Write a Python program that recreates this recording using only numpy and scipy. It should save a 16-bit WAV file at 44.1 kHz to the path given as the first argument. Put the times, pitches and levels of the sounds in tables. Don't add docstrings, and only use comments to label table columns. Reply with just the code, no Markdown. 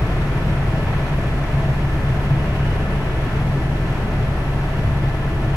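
import sys
import numpy as np
from scipy.fft import rfft, irfft
from scipy.io import wavfile
from scipy.ndimage import uniform_filter1d

SR = 44100
rng = np.random.default_rng(int(sys.argv[2]) if len(sys.argv) > 2 else 0)


def int16_out(signal):
    q = np.round(np.clip(np.atleast_2d(signal).T, -1, 1) * 32767)
    wavfile.write(sys.argv[1], SR, q.astype(np.int16))


N = 245195
TIME = np.arange(N) / SR
FREQS = np.maximum(np.arange(N // 2 + 1) * SR / N, 1)
LEFT_RIGHT = np.array([[1], [-1]])
BLADE_HZ = 19.7


def from_db(db):
    return 10 ** (np.asarray(db) / 20)


def rms_one(x):
    return x / np.sqrt(np.mean(x ** 2) + 1e-20)


def in_time(rows):
    seconds, level_db = np.transpose(rows)
    return np.interp(TIME, seconds, level_db)


def over_hz(points):
    hz, value = np.transpose(points)
    return np.interp(np.log(FREQS), np.log(hz), value)


def bell(hz, width_hz):
    return 1 / (1 + (2 * (FREQS - hz) / width_hz) ** 2)


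def drift(rate_hz):
    lowpass = 1 / (1 + (FREQS / rate_hz) ** 2) ** 2
    return rms_one(irfft(rfft(rng.standard_normal(N)) * lowpass, N))


def swells(rows):
    return sum(db * 0.5 ** ((2 * (TIME - centre_s) / length_s) ** 2) for centre_s, length_s, db in rows)


def steadied(x, seconds):
    power = uniform_filter1d(x.mean(axis=0) ** 2, int(seconds * SR))
    return x / np.sqrt(power)


def band_lifted(x, hz, width_hz, lift_db):
    return x + irfft(rfft(x) * bell(hz, width_hz), N) * (from_db(lift_db) - 1)


def buffeted(x, gusts, width_hz):
    spectrum = rfft(x)
    out = x.copy()
    for centre_s, length_s, change_db, centre_hz in gusts:
        band = irfft(spectrum * bell(centre_hz, width_hz), N)
        out += band * (from_db(swells([(centre_s, length_s, change_db)])) - 1)
    return out


def partials(clock, hz, table, scatter, scatter_rate_hz):
    out = np.zeros((2, N))
    for multiple, level_db, pan_db, lead_rad in table:
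        phase = 2 * np.pi * (multiple * hz * clock + rng.random()) + LEFT_RIGHT * lead_rad / 2
        in_phase = (1 + scatter * drift(scatter_rate_hz)) * np.cos(phase)
        quadrature = scatter * drift(scatter_rate_hz) * np.sin(phase)
        out += from_db(level_db + LEFT_RIGHT * pan_db / 2) * rms_one(in_phase + quadrature)
    return out


# frequency_hz, side_minus_mid_db
FIELD_WIDTH = [(40, -29), (130, -32), (250, -15), (340, -20), (480, -9.5), (660, -15), (1000, -8),
               (1230, -4), (1500, -8), (1820, 1), (2100, -3.5), (2700, 3), (3500, 3), (5500, -1.5)]
# frequency_hz, left_minus_right_db
FIELD_BALANCE = [(60, 0), (360, 1.5), (660, 1.5), (1200, 1.5), (2400, -1), (4000, 1.2), (7200, 2),
                 (13000, 4)]
# frequency_hz, share (-1 to 1)
FIELD_LEAD = [(130, .2), (260, -.2), (700, -.1), (1120, .35), (1720, -.2), (2000, .35), (2450, -.25),
              (3000, -.25), (4800, -.05), (6500, .12), (9000, 0)]


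def air_noise(gain):
    mid, side = rfft(rng.standard_normal((2, N)))
    width = from_db(over_hz(FIELD_WIDTH))
    lead = np.clip(over_hz(FIELD_LEAD), -1, 1)
    side = np.sqrt(1 - lead ** 2) * side + 1j * lead * mid
    field = (mid + LEFT_RIGHT * width * side) / np.sqrt(1 + width ** 2)
    balance = from_db(LEFT_RIGHT * over_hz(FIELD_BALANCE) / 2)
    out = irfft(field * gain * balance, N)
    return out / np.std(out.mean(axis=0))


# time_s, level_db
AIRFLOW_LEVEL = [(0, 0.3), (1.0, 0.5), (2.8, 0.05), (5.56, -0.95)]


def airflow_db():
    return in_time(AIRFLOW_LEVEL)


SWISH_HARMONICS = [(1, .05), (2, .025), (3, .015)]


def swish(clock):
    turn = 2 * np.pi * BLADE_HZ * clock
    return sum(depth * np.cos(multiple * turn) for multiple, depth in SWISH_HARMONICS)


# frequency_hz, density_db (per Hz)
RUMBLE_SPECTRUM = [(10, -30), (24, -32), (34, 3), (55, 1), (72, 3.5), (100, -8.5), (200, -46), (1000, -100)]


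def hull_rumble():
    return from_db(-31.5) * steadied(air_noise(from_db(over_hz(RUMBLE_SPECTRUM))), seconds=0.25)


# frequency_hz, width_hz, level_db (relative)
DOOR_GAP_MODES = [(2660, 380, -4), (2940, 160, -2)]
# centre_s, length_s, rise_db
DOOR_GAP_SWELLS = [(2.42, 0.3, 4), (2.66, 0.24, 9.5), (2.99, 0.24, 7.5)]
DOOR_GAP_DB = -57


def door_leak():
    colour = sum(from_db(db) * bell(hz, width_hz) for hz, width_hz, db in DOOR_GAP_MODES)
    return from_db(DOOR_GAP_DB + swells(DOOR_GAP_SWELLS)) * air_noise(colour)


# frequency_hz, density_db (per Hz)
RUSH_SPECTRUM = [(20, -38), (150, -19), (240, -1), (340, -1), (420, -1.5), (480, -5.5), (610, -4),
                 (1050, -9.5), (1200, -10), (1800, -11), (2150, -15), (2700, -16.5), (3250, -21),
                 (3900, -26.5), (9000, -70)]
HISS_SPECTRUM = [(1000, -40), (2500, -17), (4400, 3.5), (4950, 0.5), (5600, 1), (7000, -4.5), (8800, -7),
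                 (10200, -7), (11800, -7.5), (13400, -8)]
# frequency_hz, width_hz, gain_db
PANEL_MODES = [(241, 16, 3.5), (320, 15, 4), (380, 15, 1), (443, 13, 0.5), (580, 17, 1.5), (747, 75, 1.5),
               (928, 42, 2.5), (1056, 89, 3), (1947, 63, 2.5), (2150, 58, 2.5), (2460, 160, 2.5),
               (3300, 23, 2.5), (3460, 120, 2.5), (4100, 90, 3)]
# centre_s, length_s, change_db, centre_hz
RUSH_BAND_SWELLS = [(1.6, 1.0, -1.5, 378), (2.85, 0.91, 2.5, 427), (3.9, 0.7, 2, 320), (5.4, 0.45, 3, 313)]
RUSH_DB, HISS_DB = -29, -51.5
CHOP_HZ, CHOP_WIDTH_HZ = 480, 700
CHOP_DB, CHOP_UNEVEN_DB = 0.55, 0.5
ROAR_HZ, ROAR_WIDTH_HZ, ROAR_FOLLOWS = 2300, 990, 0.8
HISS_SWISH = 0.82


def canopy_air(clock):
    blade = swish(clock)
    speed_db = airflow_db()
    flow_db = speed_db + 0.4 * drift(32)
    modes_db = sum(db * bell(hz, width_hz) for hz, width_hz, db in PANEL_MODES)
    rush = steadied(air_noise(from_db(over_hz(RUSH_SPECTRUM) + modes_db)), seconds=0.24)
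    rush = buffeted(rush, RUSH_BAND_SWELLS, width_hz=67)
    chop_db = CHOP_DB * np.cos(2 * np.pi * BLADE_HZ * clock) + CHOP_UNEVEN_DB * drift(29)
    rush = band_lifted(rush, CHOP_HZ, CHOP_WIDTH_HZ, chop_db)
    rush = band_lifted(rush, ROAR_HZ, ROAR_WIDTH_HZ, ROAR_FOLLOWS * speed_db)
    rush = from_db(RUSH_DB + flow_db) * rush
    hiss = from_db(HISS_DB + flow_db) * air_noise(from_db(over_hz(HISS_SPECTRUM)))
    return rush * (1 + blade) + hiss * (1 + HISS_SWISH * blade)


# multiple, level_db (before its level curve), left_minus_right_db, left_lead_rad
COMPRESSOR_TONE = [(1, -72, 3, 1)]
# time_s, level_db (relative)
COMPRESSOR_LEVEL = [(0, -8), (2.3, -7), (2.6, 0), (3.4, 1.5), (3.8, -3), (4.6, 0.5), (5.15, 3), (5.56, -4)]
WHISTLE_HZ = 10831
SKIRT_HZ, SKIRT_WIDTH_HZ, SKIRT_DB = 10815, 390, -70


def compressor(clock):
    tone = partials(clock, WHISTLE_HZ, COMPRESSOR_TONE, scatter=0.7, scatter_rate_hz=30)
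    whistle = from_db(in_time(COMPRESSOR_LEVEL)) * tone
    skirt = steadied(air_noise(bell(SKIRT_HZ, SKIRT_WIDTH_HZ)), seconds=0.12)
    return whistle + from_db(SKIRT_DB + 2.5 * drift(22)) * skirt


# multiple, level_db (before any trim below), left_minus_right_db, left_lead_rad
MAIN_MESH = [(1, -43, -3, 0), (2, -45, -1.5, 1.4), (3, -52.5, 10.5, 2), (4, -55.5, 4, 4.5), (5, -63, 4, -1),
             (6, -71, -12, 1)]
BEVEL_MESH = [(1, -46, 1.7, -1.5)]
ENGINE_MESH = [(1, -52, -1.3, -1)]
MESH_HZ, BEVEL_HZ, ENGINE_GEAR_HZ = 656.52, 1750.6, 1735.0
MAIN_TRIM_DB, BEVEL_TRIM_DB = -0.06, 1.5


def gearbox(clock):
    main = partials(clock, MESH_HZ, MAIN_MESH, scatter=0.028, scatter_rate_hz=6.8)
    bevel = partials(clock, BEVEL_HZ, BEVEL_MESH, scatter=0.075, scatter_rate_hz=15)
    engine = partials(clock, ENGINE_GEAR_HZ, ENGINE_MESH, scatter=0.33, scatter_rate_hz=4.0)
    return from_db(MAIN_TRIM_DB) * main + from_db(BEVEL_TRIM_DB) * bevel + engine


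# multiple, level_db, left_minus_right_db, left_lead_rad
TAIL_PARTIALS = [(1, -31, 2.8, 0.019), (2, -27, 1, 0.078), (3, -44.5, 6, -.2), (4, -53, 2.3, -.1)]
SHAFT_PARTIALS = [(1, -34, 2.1, .15)]
TAIL_HZ, SHAFT_HZ = 69.62, 102.3


def tail_drone(clock):
    tail = partials(clock, TAIL_HZ, TAIL_PARTIALS, scatter=0.083, scatter_rate_hz=3.7)
    shaft = partials(clock, SHAFT_HZ, SHAFT_PARTIALS, scatter=0.16, scatter_rate_hz=2.7)
    return tail + shaft


# frequency_hz, density_db (per Hz)
BOOM_SPECTRUM = [(20, -46), (65, -18), (82, -11), (94, -0.5), (118, 3), (150, -0.5), (198, -6), (222, -14),
                 (400, -54), (1000, -100)]
BOOM_DB = -25
BOOM_SWISH, BOOM_LAG_S = 1.5, 0.015


def cabin_boom(clock):
    boom = steadied(air_noise(from_db(over_hz(BOOM_SPECTRUM))), seconds=0.07)
    pumping = 1 + BOOM_SWISH * swish(clock - BOOM_LAG_S)
    return from_db(BOOM_DB + airflow_db()) * boom * pumping


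# centre_s, length_s, change_db, centre_hz
DRONE_GUSTS = [(0.04, 0.16, 4, 121), (0.144, 0.04, -6, 145), (0.493, 0.13, 5.5, 165), (0.78, 0.17, 5, 154),
               (1.26, 0.12, 1, 171), (1.46, 0.054, -7, 135), (1.565, 0.07, 6.5, 149), (1.70, 0.035, 9, 110),
               (2.11, 0.084, 6, 120), (2.233, 0.053, -9, 126), (2.327, 0.07, 8.5, 131),
               (2.60, 0.23, 2.5, 170), (2.877, 0.07, -5, 140), (3.48, 0.21, 3.2, 135),
               (3.69, 0.088, 0, 110), (3.985, 0.13, 1, 188), (4.175, 0.14, 2.5, 115),
               (4.367, 0.07, -7, 131), (4.517, 0.21, -4, 173), (4.897, 0.2, 5.5, 101),
               (5.035, 0.076, 5.5, 140), (5.49, 0.084, 3.5, 120)]


def low_drone(clock):
    return buffeted(tail_drone(clock) + cabin_boom(clock), DRONE_GUSTS, width_hz=43)


# multiple of the blade rate, level_db (mean rms level)
PULSE_HARMONICS = [(2, -28), (3, -35), (4, -41)]
BEAT_UNEVEN_DB, HEAVE_DB = 0.6, -29.3


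def blade_beats(clock):
    turn = 2 * np.pi * BLADE_HZ * clock
    pulse = sum(from_db(db) * np.cos(multiple * turn) for multiple, db in PULSE_HARMONICS)
    pulse = pulse * from_db(BEAT_UNEVEN_DB * drift(9.9))
    heave = from_db(HEAVE_DB) * np.cos(turn)
    return np.sqrt(2) * (pulse - heave)


FIRST_BLADE_S = 0.0198


def scene():
    clock = np.cumsum(1 + 0.00055 * drift(0.97)) / SR - FIRST_BLADE_S
    air = hull_rumble() + door_leak() + canopy_air(clock)
    whines = compressor(clock) + gearbox(clock)
    return air + whines + low_drone(clock) + blade_beats(clock)


CUTOFF_HZ = 13480


def record(dry):
    return irfft(rfft(dry) / np.sqrt(1 + (FREQS / CUTOFF_HZ) ** 900), N)


dry = scene()
out = record(dry)
int16_out(out)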